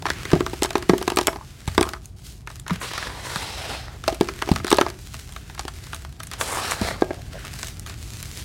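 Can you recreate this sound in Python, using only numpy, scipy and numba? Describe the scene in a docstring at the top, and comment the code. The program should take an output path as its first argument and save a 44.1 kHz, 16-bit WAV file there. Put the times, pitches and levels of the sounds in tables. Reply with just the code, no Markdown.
"""Damp sandy dirt is squeezed and crumbled by two hands over a plastic tub, close by in a small room.
The sand shears in small slips that rustle and hiss. Falling clods excite the damped modes of the tub's
floor and walls, knock and burst into grit; small crumbs patter after them. Twice the palms sweep the
dirt along the plastic, and the friction noise resonates in the hollow beneath them. Metal bangles
clink now and then, over a low room rumble."""
import sys
import numpy as np
from scipy import signal
from scipy.fft import rfft, irfft, next_fast_len
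from scipy.io import wavfile
from scipy.ndimage import uniform_filter1d, map_coordinates
from numba import njit

SR = 44100
rng = np.random.default_rng(int(sys.argv[2]) if len(sys.argv) > 2 else 0)


def materialize(psi):
    """Save the field psi as 16-bit PCM at rate SR to the path in sys.argv[1].

    A 1-D psi becomes a single channel; in a 2-D psi each row is a channel.
    """
    bounded = np.clip(np.atleast_2d(psi).T, -1, 1)
    quanta = np.round(bounded * 32767).astype(np.int16)
    wavfile.write(sys.argv[1], SR, quanta)


N = 372204
TIME = np.arange(N) / SR
IMPACT_TIME = np.arange(int(.35 * SR)) / SR  # seconds since a blow
ONSET_SAMPLES = int(.01 * SR)

# squeezes of the dirt: (start [s], duration [s], rustle level [dB], hiss over rustle [dB])
SQUEEZE_EVENTS = [(0.048, 0.32, -39, -8), (0.376, 0.2, -46, 0), (0.6, 0.24, -46, -6),
                  (0.895, .13, -44.5, -1.5), (1.06, 0.25, -47.5, -0.5), (1.475, 0.21, -55.5, 2.5),
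                  (1.666, 0.082, -46.5, 0), (1.786, 0.1, -49.5, 2), (2.014, 0.032, -62.5, 9),
                  (2.16, 0.065, -63.5, 9), (2.235, .07, -58, 11.5), (2.481, 0.086, -54.5, 2),
                  (2.674, 0.074, -40, -10), (3.847, .16, -54, -2), (4.04, 0.1, -44.5, -4),
                  (4.211, 0.37, -44.5, -2.5), (4.631, 0.24, -41.5, -6), (4.993, 0.25, -52, 5.5),
                  (5.217, 0.17, -52.5, 2), (5.587, 0.16, -51, -1), (5.73, .26, -48.5, 1),
                  (6.047, .11, -58.5, 2), (6.187, 0.091, -54, -1), (6.314, 0.022, -40.5, -8),
                  (6.983, 0.18, -49.5, -4.5), (7.306, 0.18, -44.5, -5), (7.51, 0.18, -45.5, 4),
                  (7.862, 0.023, -42, -2.5), (7.969, 0.23, -50.5, 6), (8.244, .16, -46.5, 5.5)]
# spans in which the hands are full: (start [s], end [s])
HANDFUL_SPANS = [(0, 1.98), (3.9, 6.07), (6.95, 9.6)]
# spectra of shearing sand, coarse and fine: (frequency [Hz], spectral level [dB])
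RUSTLE_SPECTRUM = [(200, 0.5), (400, 5.5), (650, -1.5), (900, -2.5), (1500, 5), (2600, 2), (3600, -3.5),
                   (7000, -15.5)]
HISS_SPECTRUM = [(2000, -11), (3400, -2), (5200, 0), (7500, -1), (10000, -5), (13000, -9), (16000, -13)]
# spectrum of the room's drone: (frequency [Hz], spectral level [dB])
RUMBLE_SPECTRUM = [(22, -24), (35, -9.5), (58, -0.5), (85, -4.5), (120, -5.5), (160, -13), (250, -22.5),
                   (360, -24.5), (520, -36.5), (700, -31.5)]
# envelope of that drone: (time [s], level [dB])
RUMBLE_ENVELOPE = [(0, -34), (1.5, -41), (2.3, -41.5), (4.5, -36.5), (5.1, -39), (6.5, -39), (7.2, -35),
                   (8.44, -36.5)]
# clods hitting the tub:
# (time [s], knock level [dB], thump over knock [dB], brittleness [dB], knock frequency [Hz])
CLOD_IMPACTS = [(0.0234, -37, -6, 3, 830), (0.0555, -21.5, -8, -10.5, 1070), (0.1021, -21, -8.5, 1, 1600),
                (0.2534, -30.5, -3, 0, 1520), (.316, -30.5, -1, 1, 1350), (.3321, -22.5, 14, -4, 1010),
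                (.36, -28.5, 8, -20, 730), (0.4068, -25.5, 8, -3.5, 1150), (.464, -25.5, -5, -1.5, 1160),
                (0.533, -32.5, 6.5, -2.5, 794), (0.6219, -23.5, 5.5, 3, 714), (0.6475, -24, -2.5, -3, 920),
                (0.7544, -17.5, 1.5, -6.5, 1060), (0.781, -37.5, 0, 7.5, 1080), (.825, -34.5, 0, 3, 1120),
                (.895, -17, 8.5, -1.5, 1030), (0.9342, -24.5, 12.5, -18, 970), (1.014, -31, 4.5, -5, 920),
                (1.026, -32.5, -8, 6.5, 1200), (1.078, -20, 1.5, 0, 1010), (1.1014, -26, -8, 3.5, 1010),
                (1.1197, -28.5, 3, -2, 884), (1.171, -19, 1, 4.5, 1070), (1.1871, -17.5, -2, 0.5, 920),
                (1.212, -27.5, 0, 5, 990), (1.2706, -23, -6, 13.5, 1150), (1.2804, -18, -2.5, -27, 1130),
                (1.33, -38, -1, -2, 1080), (1.3596, -32.5, -3, -10, 876), (1.6767, -31, -7, 6, 780),
                (1.779, -14.5, 1.5, -1.5, 990), (1.7931, -30, 10, -16, 1080), (1.8106, -24, 9.5, 7, 970),
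                (1.8662, -39, 9, 0, 1060), (2.7068, -26.5, -5, -6, 1100), (4.079, -16.5, -7, -0.5, 670),
                (4.1253, -33, 7, 0, 684), (4.21, -21, 9.5, 1, 750), (4.287, -26.5, -7, -2, 1530),
                (4.4224, -22, -7.5, -1.5, 1250), (4.4748, -35, 5, -5, 1240), (4.4894, -24, -1, -4, 700),
                (4.516, -24, -0.5, 0.5, 860), (4.5378, -41, 2, 7, 1260), (4.646, -30.5, 7, 4.5, 1350),
                (4.715, -18, -3, 0.5, 1130), (4.7274, -15, 5, 1, 910), (4.7846, -12.5, -5.5, -9.5, 726),
                (4.8119, -15.5, 1, -2, 1230), (4.8642, -24, -7, -15, 1110), (5.652, -40.5, 8, 5, 820),
                (6.8145, -29.5, 2, 2, 910), (7.021, -16, 3.5, -20, 670), (7.107, -26, 1, -34, 635)]
# light crumbs cracking on the heap: (time [s], knock level [dB], brittleness [dB])
CRUMB_IMPACTS = [(0.065, -23.5, -5), (0.086, -31, -4), (.6324, -30, 16.5), (0.64, -34, 14), (.6576, -32, 7),
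                 (0.706, -30, 5), (.9809, -37, 11.5), (1.161, -55, 27), (1.684, -36.5, 5),
                 (1.8284, -25.5, 8), (1.8902, -34.5, 8), (1.9347, -29.5, -1.5), (2.057, -64, 27.5),
                 (2.4736, -34, 0.5), (2.502, -41, -1), (2.5571, -52, 15), (2.598, -55, 21),
                 (2.665, -35.5, -9), (2.6974, -29, -13), (2.8137, -32, -12), (2.935, -33.5, 4.5),
                 (2.9786, -26.5, 0), (3.359, -25, 0), (4.0387, -33.5, 1), (4.146, -44.5, 13.5),
                 (4.4182, -31, -2), (4.5605, -25.5, 1.5), (4.6, -34.5, -18), (4.668, -32.5, 7),
                 (4.6805, -30, -2), (4.7044, -35, 16.5), (4.744, -33, 8), (4.77, -48.5, 22.5),
                 (4.901, -41.5, 10), (5.1426, -39.5, 7), (5.3232, -51, 16), (5.363, -35, 1),
                 (5.498, -41.5, 1.5), (5.5496, -46, 8), (5.578, -38, -2), (5.5938, -29, 6), (5.61, -45, 9),
                 (5.6805, -31.5, 3.5), (5.932, -31, -1), (5.9455, -40.5, 13), (6.049, -39, 1.5),
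                 (6.202, -35, 3), (6.2331, -44.5, 15.5), (6.2705, -64, 29.5), (6.4115, -21.5, 1),
                 (6.7108, -33.5, 13), (7.444, -42, -7), (7.538, -43, 11), (7.6304, -32.5, 9.5),
                 (7.6707, -47, 18.5), (7.796, -58, 26), (7.897, -41.5, 9), (8.228, -44.5, 17.5)]
# spectra of the three parts of an impact: (frequency [Hz], spectral level [dB])
KNOCK_SPECTRUM = [(300, -11), (540, 3), (680, 5), (1100, 0), (1500, -2.5), (2100, 0.5), (3000, -8)]
GRIT_SPECTRUM = [(1400, -17), (2300, 3), (4000, 4.5), (5600, 0.5), (8000, -15.5)]
SNAP_SPECTRUM = [(4000, -32.5), (6200, 1), (8000, 4), (10500, -0.5), (13000, -7.5), (16000, -11)]
# tub floor modes, the first ones damped by the dirt on it: (frequency [Hz], level [dB], t60 [s])
FLOOR_MODES = [(340.6, 9.5, 0.019), (392, -13, 0.073), (293, -23.5, 0.12), (356.3, -17.5, 0.25),
               (387.4, -28.5, 0.31), (639.7, -16, 0.069)]
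# tub wall modes: (frequency [Hz], level [dB], t60 [s])
WALL_MODES = [(659.4, -1, 0.18), (710, -7, 0.034), (1050, 1, 0.029), (1240, -7, 0.18), (1617, 5.5, 0.058),
              (1644, -10, 0.15)]
# heavy lumps and hands pushing the tub: (time [s], level [dB], frequency [Hz], t60 [s], sway gain [dB])
TUB_PUSHES = [(0.3325, 1.5, 163, 0.046, -18), (0.898, -2.5, 181, 0.046, -32),
              (1.678, -11.5, 124, 0.048, -5), (1.7804, -12, 157, 0.054, -2.5),
              (2.713, -9.5, 175.5, 0.086, -14), (3.362, -15, 162, 0.029, -22),
              (4.209, -11.5, 199, .042, -29), (4.515, 10, 177, 0.015, -24), (6.813, -11, 210, 0.062, -5.5)]
# slow swing of the whole tub: (frequency [Hz], level [dB], t60 [s])
SWAY_MODES = [(88.4, -3, .16), (65.3, -11.5, 0.66)]
# bangles striking each other: (time [s], level [dB])
BANGLE_STRIKES = [(.6326, -36), (1.2705, -33), (1.8285, -58)]
# bangle modes: (frequency [Hz], level [dB], t60 [s])
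BANGLE_MODES = [(3440, -6, .15), (5523, 19, 0.093), (7840, 13, 0.095), (9400, -6, .25), (11000, -20, .2),
                (14000, -20, .4)]
# short swells of fine ticks: (start [s], duration [s], level [dB], frequency [Hz])
TICK_SWELLS = [(1.302, 0.15, -44, 980), (1.784, 0.142, -35.5, 1100), (1.93, 0.048, -41.5, 1180),
               (2.464, 0.058, -46, 1690), (4.64, 0.17, -37.5, 4000), (6.44, 0.14, -38.5, 8800),
               (7.036, .19, -44.5, 650), (7.332, 0.054, -39.5, 605), (7.34, .12, -48, 1520)]
# palms pushing dirt, one curve a sweep:
# (time [s], scrape level [dB], rasp over scrape [dB], treble over scrape [dB])
SWEEP_ENVELOPES = [
    [(2.8, -51, -14, 6), (2.83, -31, -5, -9.5), (2.88, -40, 4, -4), (2.94, -39.5, 4, -9),
     (3.07, -33, -4, -12.5), (3.11, -37.5, -7.5, -12.5), (3.22, -40.5, -3.5, -8.5), (3.26, -35.5, -3, -6.5),
     (3.37, -34, -1.5, -6), (3.52, -38.5, 0, -7.5), (3.73, -34.5, -2, -10), (3.83, -42.5, -1.5, -11),
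     (3.97, -47, -11, -34)],
    [(6.38, -46, -3, -5), (6.41, -32, -8, 3), (6.46, -34.5, -1.5, -6), (6.54, -29, -9, -4.5),
     (6.63, -30, -2.5, -9), (6.73, -30.5, -2.5, -4), (6.78, -37.5, -5, -9), (6.83, -30, -6.5, -12.5),
     (6.9, -28.5, -4.5, -9.5), (6.97, -39.5, -10, -18), (7.02, -44, -8, -12)],
]
# spectrum of sand dragged on plastic: (frequency [Hz], spectral level [dB])
SCRAPE_SPECTRUM = [(120, -7), (250, -2.5), (500, 0), (700, -2.5), (1150, -3), (1600, -1), (2100, -3.5),
                   (3200, -34)]
# resonance of the hollow between palm and tub: (time [s], frequency [Hz])
HOLLOW_RESONANCE = [(2.8, 1120), (3.3, 940), (3.55, 734), (6.35, 810), (6.56, 970), (6.66, 1350),
                    (6.8, 670), (6.95, 610)]
# reverberation time of the room: (frequency [Hz], t60 [s])
ROOM_DECAY = [(150, 0.5), (1000, 0.26), (5000, 0.15), (15000, 0.29)]


def amp(db):
    """Decibels to amplitude ratio."""
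    return 10 ** (np.asarray(db) / 20)


def unit(x):
    """Normalisation to rms 1."""
    return x / np.sqrt(np.mean(x ** 2) + 1e-20)


def unit_onset(x):
    """Normalisation of a blow to rms 1 over its first 10 ms."""
    return x / np.sqrt(np.mean(x[:ONSET_SAMPLES] ** 2) + 1e-20)


def log_interp(points, hz):
    """Interpolation on a logarithmic frequency axis."""
    freqs, values = np.transpose(points)
    return np.interp(np.log(hz + 1), np.log(freqs + 1), values)


def magnitude(spectrum, hz):
    """Magnitude response, falling 12 dB an octave beyond the table's ends."""
    low_skirt = np.minimum(1, (hz + 1) / spectrum[0][0]) ** 2
    high_skirt = np.minimum(1, spectrum[-1][0] / (hz + 1)) ** 2
    return amp(log_interp(spectrum, hz)) * low_skirt * high_skirt


def colour(x, spectrum):
    """Zero-phase filtering by a spectrum, scaled to rms 1."""
    size = next_fast_len(N + 8192)
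    return unit(irfft(rfft(x, size) * magnitude(spectrum, np.fft.rfftfreq(size, 1 / SR)), size)[:N])


def minimum_phase(spectrum, size=1024):
    """Folding the cepstrum gives the impulse response with the sharpest start."""
    cepstrum = irfft(np.log(np.maximum(magnitude(spectrum, np.fft.rfftfreq(size, 1 / SR)), 1e-4)))
    cepstrum[1:size // 2] *= 2
    cepstrum[size // 2 + 1:] = 0
    return irfft(np.exp(rfft(cepstrum)))


def resonance(x, hz, q):
    """A second-order resonator of quality factor q."""
    return signal.lfilter(*signal.iirpeak(hz, q, SR), x)


def add(out, start_s, x):
    """Superposition of x on out."""
    i = max(0, round(start_s * SR))
    out[i:i + len(x)] += x[:max(0, N - i)]


def wobble(per_s):
    """Random modulation: straight lines between Gaussian values."""
    return map_coordinates(rng.standard_normal(int(N * per_s / SR) + 4), [TIME * per_s], order=1)


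def grains(per_s, spread_db, bed):
    """Shot noise of slipping sand: uneven ticks on a Gaussian bed of countless finer ones."""
    count = int(per_s * N / SR)
    sizes = amp(spread_db * np.minimum(rng.exponential(size=count), 4)) * rng.choice([-1, 1], count)
    return unit(np.bincount(rng.integers(0, N, count), sizes, N)) + bed * rng.standard_normal(N)


def shifting_contact(x, depth_db):
    """A changing contact patch is a time-varying filter: narrow bands come and go."""
    bands = signal.stft(x, nperseg=512)[2]
    field = uniform_filter1d(rng.standard_normal(bands.shape), size=4, axis=0)
    field = uniform_filter1d(field, size=22, axis=1)
    return signal.istft(bands * amp(depth_db * unit(field)), nperseg=512)[1][:N]


def grip(attack_s=0.004, swell_db=3, release_db_per_s=145):
    """Rustle and hiss envelopes follow the grip as it takes hold, tightens and lets go."""
    full = np.any([(TIME >= start) & (TIME <= end) for start, end in HANDFUL_SPANS], axis=0)
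    # dirt keeps shifting in full hands; at other times the heap settles more faintly
    shifting = uniform_filter1d(np.where(full, 1, amp(-13.5)), size=2000)
    rustle, hiss = amp(-54.5) * shifting, amp(-54) * shifting
    for start, length, db, hiss_db in SQUEEZE_EVENTS:
        age = np.maximum(TIME - start, 0)
        shape_db = np.minimum(swell_db * (age / length - 1), release_db_per_s * (length - age))
        level = amp(db + shape_db) * np.minimum(age / attack_s, 1)
        rustle, hiss = np.maximum(rustle, level), np.maximum(hiss, amp(hiss_db) * level)
    return rustle, hiss


def squeezing():
    """Granular shear: damp sand yields between the fingers in small uneven slips."""
    rustle, hiss = grip()
    slips = amp(1.2 * wobble(per_s=45))
    crunch = grains(per_s=500, spread_db=7.5, bed=1.37)  # the same grains sound in both bands
    coarse = colour(crunch + 0.83 * rng.standard_normal(N), RUSTLE_SPECTRUM)
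    fine = colour(crunch + 0.72 * grains(per_s=920, spread_db=5, bed=1.0), HISS_SPECTRUM)
    return slips * shifting_contact(rustle * coarse + hiss * fine, depth_db=1)


def rumble():
    """The room's background: low-frequency noise and a faint mains hum of wandering phase."""
    hum = amp(-52.5) * np.sin(2 * np.pi * 61.0 * TIME + .5 * wobble(per_s=4.9))
    return envelopes([RUMBLE_ENVELOPE])[0] * colour(rng.standard_normal(N), RUMBLE_SPECTRUM) + hum


def envelopes(curves):
    """Smoothed amplitude envelopes, one per level column, silent outside the curves."""
    total = 0
    for rows in curves:
        times, *levels = np.transpose(rows)
        total += amp([np.interp(TIME, times, db, -120, -120) for db in levels])
    return uniform_filter1d(total, size=400, axis=1)


def ring(modes, scatter_db):
    """Free vibration of damped modes; level, tuning and decay vary from blow to blow."""
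    hz, db, t60 = np.transpose(modes)[:, :, None]
    level, detune, damping = rng.standard_normal((3, len(modes), 1))
    tuning, decay_s = 1 + .012 * detune, t60 * np.exp(.2 * damping)
    envelope = amp(db + scatter_db * level - 60 * IMPACT_TIME / decay_s)
    return np.sum(envelope * np.sin(2 * np.pi * hz * tuning * IMPACT_TIME), axis=0)


def fracture(response, t60, spike, tail_db, tail_t60, clump_db):
    """A contact impulse, a quick collapse of grains and a weak trickle drive an impulse response."""
    count = len(IMPACT_TIME)
    clumps = amp(clump_db * np.repeat(rng.standard_normal(count), 30)[:count])
    envelope = amp(-60 * IMPACT_TIME / t60) + amp(tail_db - 60 * IMPACT_TIME / tail_t60)
    force = rng.standard_normal(count) * clumps * envelope
    force[0] += spike * np.linalg.norm(force)
    return unit_onset(signal.fftconvolve(force, response)[:count])


def wall_echoes(x, strength):
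    """Comb filtering: the tub's sides return three reflections within a millisecond."""
    echoes = np.bincount(rng.integers(4, 44, 3), strength * rng.choice([-1, 1], 3), 44)
    return unit_onset(x + np.convolve(x, echoes)[:len(x)])


def stray_crumbs(per_squeeze=2, scatter_db=6.5, brittle_db=9):
    """Each squeeze sheds faint crumbs at random: (time [s], knock level [dB], brittleness [dB])."""
    chance = rng.random((len(SQUEEZE_EVENTS), per_squeeze, 2))
    return [(start + when * length, db - 2 + scatter_db * (2 * size - 1), brittle_db)
            for (start, length, db, _), draws in zip(SQUEEZE_EVENTS, chance) for when, size in draws]


def clods(crumb_hz=1314, crumb_weight_db=-14, typical_clod_db=-26):
    """Impact and brittle fracture: each clod thumps the floor, knocks at its own pitch and shatters."""
    out = np.zeros(N)
    knock, grit, snap = map(minimum_phase, (KNOCK_SPECTRUM, GRIT_SPECTRUM, SNAP_SPECTRUM))
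    fragment = unit_onset(grit) + amp(-6) * unit_onset(snap)
    crumbs = [(start, db, crumb_weight_db, brittle_db, crumb_hz)
              for start, db, brittle_db in CRUMB_IMPACTS + stray_crumbs()]
    for start, knock_db, weight_db, brittle_db, hz in CLOD_IMPACTS + crumbs:
        thump_db = knock_db + weight_db
        grit_db = knock_db - 5.5 + 0.62 * brittle_db
        snap_db = knock_db - 13.5 + 1.31 * brittle_db
        # a bigger, louder clod takes longer to collapse
        bulk = amp(.06 * (max(thump_db, knock_db, grit_db) - typical_clod_db))
        floor, wall = ring(FLOOR_MODES, scatter_db=2), ring(WALL_MODES, scatter_db=4)
        thump = -unit_onset(floor * (1 - np.exp(-IMPACT_TIME / 0.0014)))
        tuned = resonance(knock, hz, q=2.34)
        blow = fracture(tuned, t60=0.032 * bulk, spike=0.15, tail_db=-24, tail_t60=0.042, clump_db=-1)
        shatter = fracture(grit, t60=0.016 * bulk, spike=0.55, tail_db=-18, tail_t60=0.065, clump_db=4.5)
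        tick = fracture(snap, t60=0.0048 * bulk, spike=0.8, tail_db=-20, tail_t60=0.053, clump_db=4)
        add(out, start, amp(thump_db) * thump + amp(knock_db) * (blow + amp(-12.5) * unit_onset(wall)))
        add(out, start, amp(grit_db) * wall_echoes(shatter, strength=0.26))
        add(out, start, amp(snap_db) * wall_echoes(tick, strength=0.45))
        # one fragment lands ahead of the clod and two bounce after it
        delays, sizes = rng.random((2, 3))
        for lag_s, size in zip(delays * [-.008, .03, .05], sizes):
            chip = fracture(fragment, t60=.005, spike=1.2, tail_db=-21, tail_t60=.03, clump_db=3)
            add(out, start + lag_s, amp(grit_db - 15.5) * size * chip)
    return out


def damped_sine(hz, t60):
    """A single mode, decaying 60 dB in t60 seconds."""
    return amp(-60 * IMPACT_TIME / t60) * np.sin(2 * np.pi * hz * IMPACT_TIME)


def thuds():
    """Damped oscillation: the whole tub gives under a heavy load and swings briefly."""
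    out = np.zeros(N)
    sway = sum(amp(db) * damped_sine(hz, t60) for hz, db, t60 in SWAY_MODES)
    attack = 1 - np.exp(-IMPACT_TIME / 0.002)
    for start, db, hz, t60, sway_db in TUB_PUSHES:
        add(out, start, -amp(db) * (damped_sine(hz, t60) + amp(sway_db) * sway) * attack)
    return out


def bangles():
    """Thin metal rings collide and vibrate in inharmonic modes, damped by the wrist."""
    out = np.zeros(N)
    for start, db in BANGLE_STRIKES:
        add(out, start, amp(db) * unit_onset(ring(BANGLE_MODES, scatter_db=2)))
    return out


def tick_swells(ticks_per_s=400):
    """Band-limited shot noise: crumbs pattering, and a high sheen of sand in the second palm sweep."""
    out = np.zeros(N)
    for start, length, db, hz in TICK_SWELLS:
        count = int(length * SR)
        ticks = rng.standard_normal(count) * (rng.random(count) < ticks_per_s / SR)
        band = unit(resonance(resonance(ticks, hz, q=2.5), hz, q=2.5))
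        add(out, start, amp(db) * band * signal.windows.tukey(count, .5))
    return out


@njit
def gliding_resonance(x, radians_per_sample, damping):
    """A driven, damped oscillator whose natural frequency varies."""
    out = np.zeros(len(x))
    low = band = 0.0
    for i in range(len(x)):
        low += radians_per_sample[i] * band
        band += radians_per_sample[i] * (x[i] - low - damping * band)
        out[i] = band
    return out


def sweeping():
    """Sliding friction of sand on plastic excites the cavity resonance under the palm."""
    scrape, rasp, treble = envelopes(SWEEP_ENVELOPES)
    slips = amp(1.3 * wobble(per_s=110))
    catches = grains(per_s=150, spread_db=6.5, bed=0)  # coarse grains catch, heard in every band
    drag = colour(grains(per_s=1500, spread_db=2.0, bed=0.99) + 0.79 * catches, SCRAPE_SPECTRUM)
    hollow_hz = np.interp(TIME, *np.transpose(HOLLOW_RESONANCE))
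    hollow = unit(gliding_resonance(drag, 2 * np.pi * hollow_hz / SR, damping=0.25))
    low = scrape * unit(drag + amp(-6.0) * hollow)
    sand = colour(grains(per_s=2000, spread_db=1.0, bed=2.3) + 0.28 * catches, GRIT_SPECTRUM)
    hiss = colour(grains(per_s=2800, spread_db=5.5, bed=1.7) + 0.28 * catches, SNAP_SPECTRUM)
    return slips * (shifting_contact(low + scrape * rasp * sand, depth_db=1.7) + scrape * treble * hiss)


def room(x, delay_s=.01):
    """Diffuse reverberation: a short noise tail in which the bass lasts longest."""
    hz, t, bands = signal.stft(rng.standard_normal(SR // 2), SR, nperseg=256)
    tail = signal.istft(bands * amp(-60 * t / log_interp(ROOM_DECAY, hz)[:, None]), SR, nperseg=256)[1]
    tail = np.pad(tail / np.linalg.norm(tail), (int(delay_s * SR), 0))
    return signal.fftconvolve(x, tail)[:N]


def scene():
    """Superposition of close impacts and friction, their weak reverberation and the rumble."""
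    direct = clods() + thuds() + tick_swells() + bangles() + squeezing() + sweeping()
    return (direct + amp(-17.5) * room(direct) + rumble())[None]


def record(dry, bass_cut_hz=35, top_hz=16000):
    """Band limiting and saturation: the microphone loses deep bass and top treble, and rounds peaks."""
    lean = signal.sosfilt(signal.butter(2, bass_cut_hz, "high", fs=SR, output="sos"), dry)
    rounded = lean / (1 + np.abs(lean) ** 6) ** (1 / 6)
    size = next_fast_len(N + 8192)
    return irfft(rfft(rounded, size) * (np.fft.rfftfreq(size, 1 / SR) < top_hz), size)[..., :N]


dry = scene()
out = record(dry)
materialize(out)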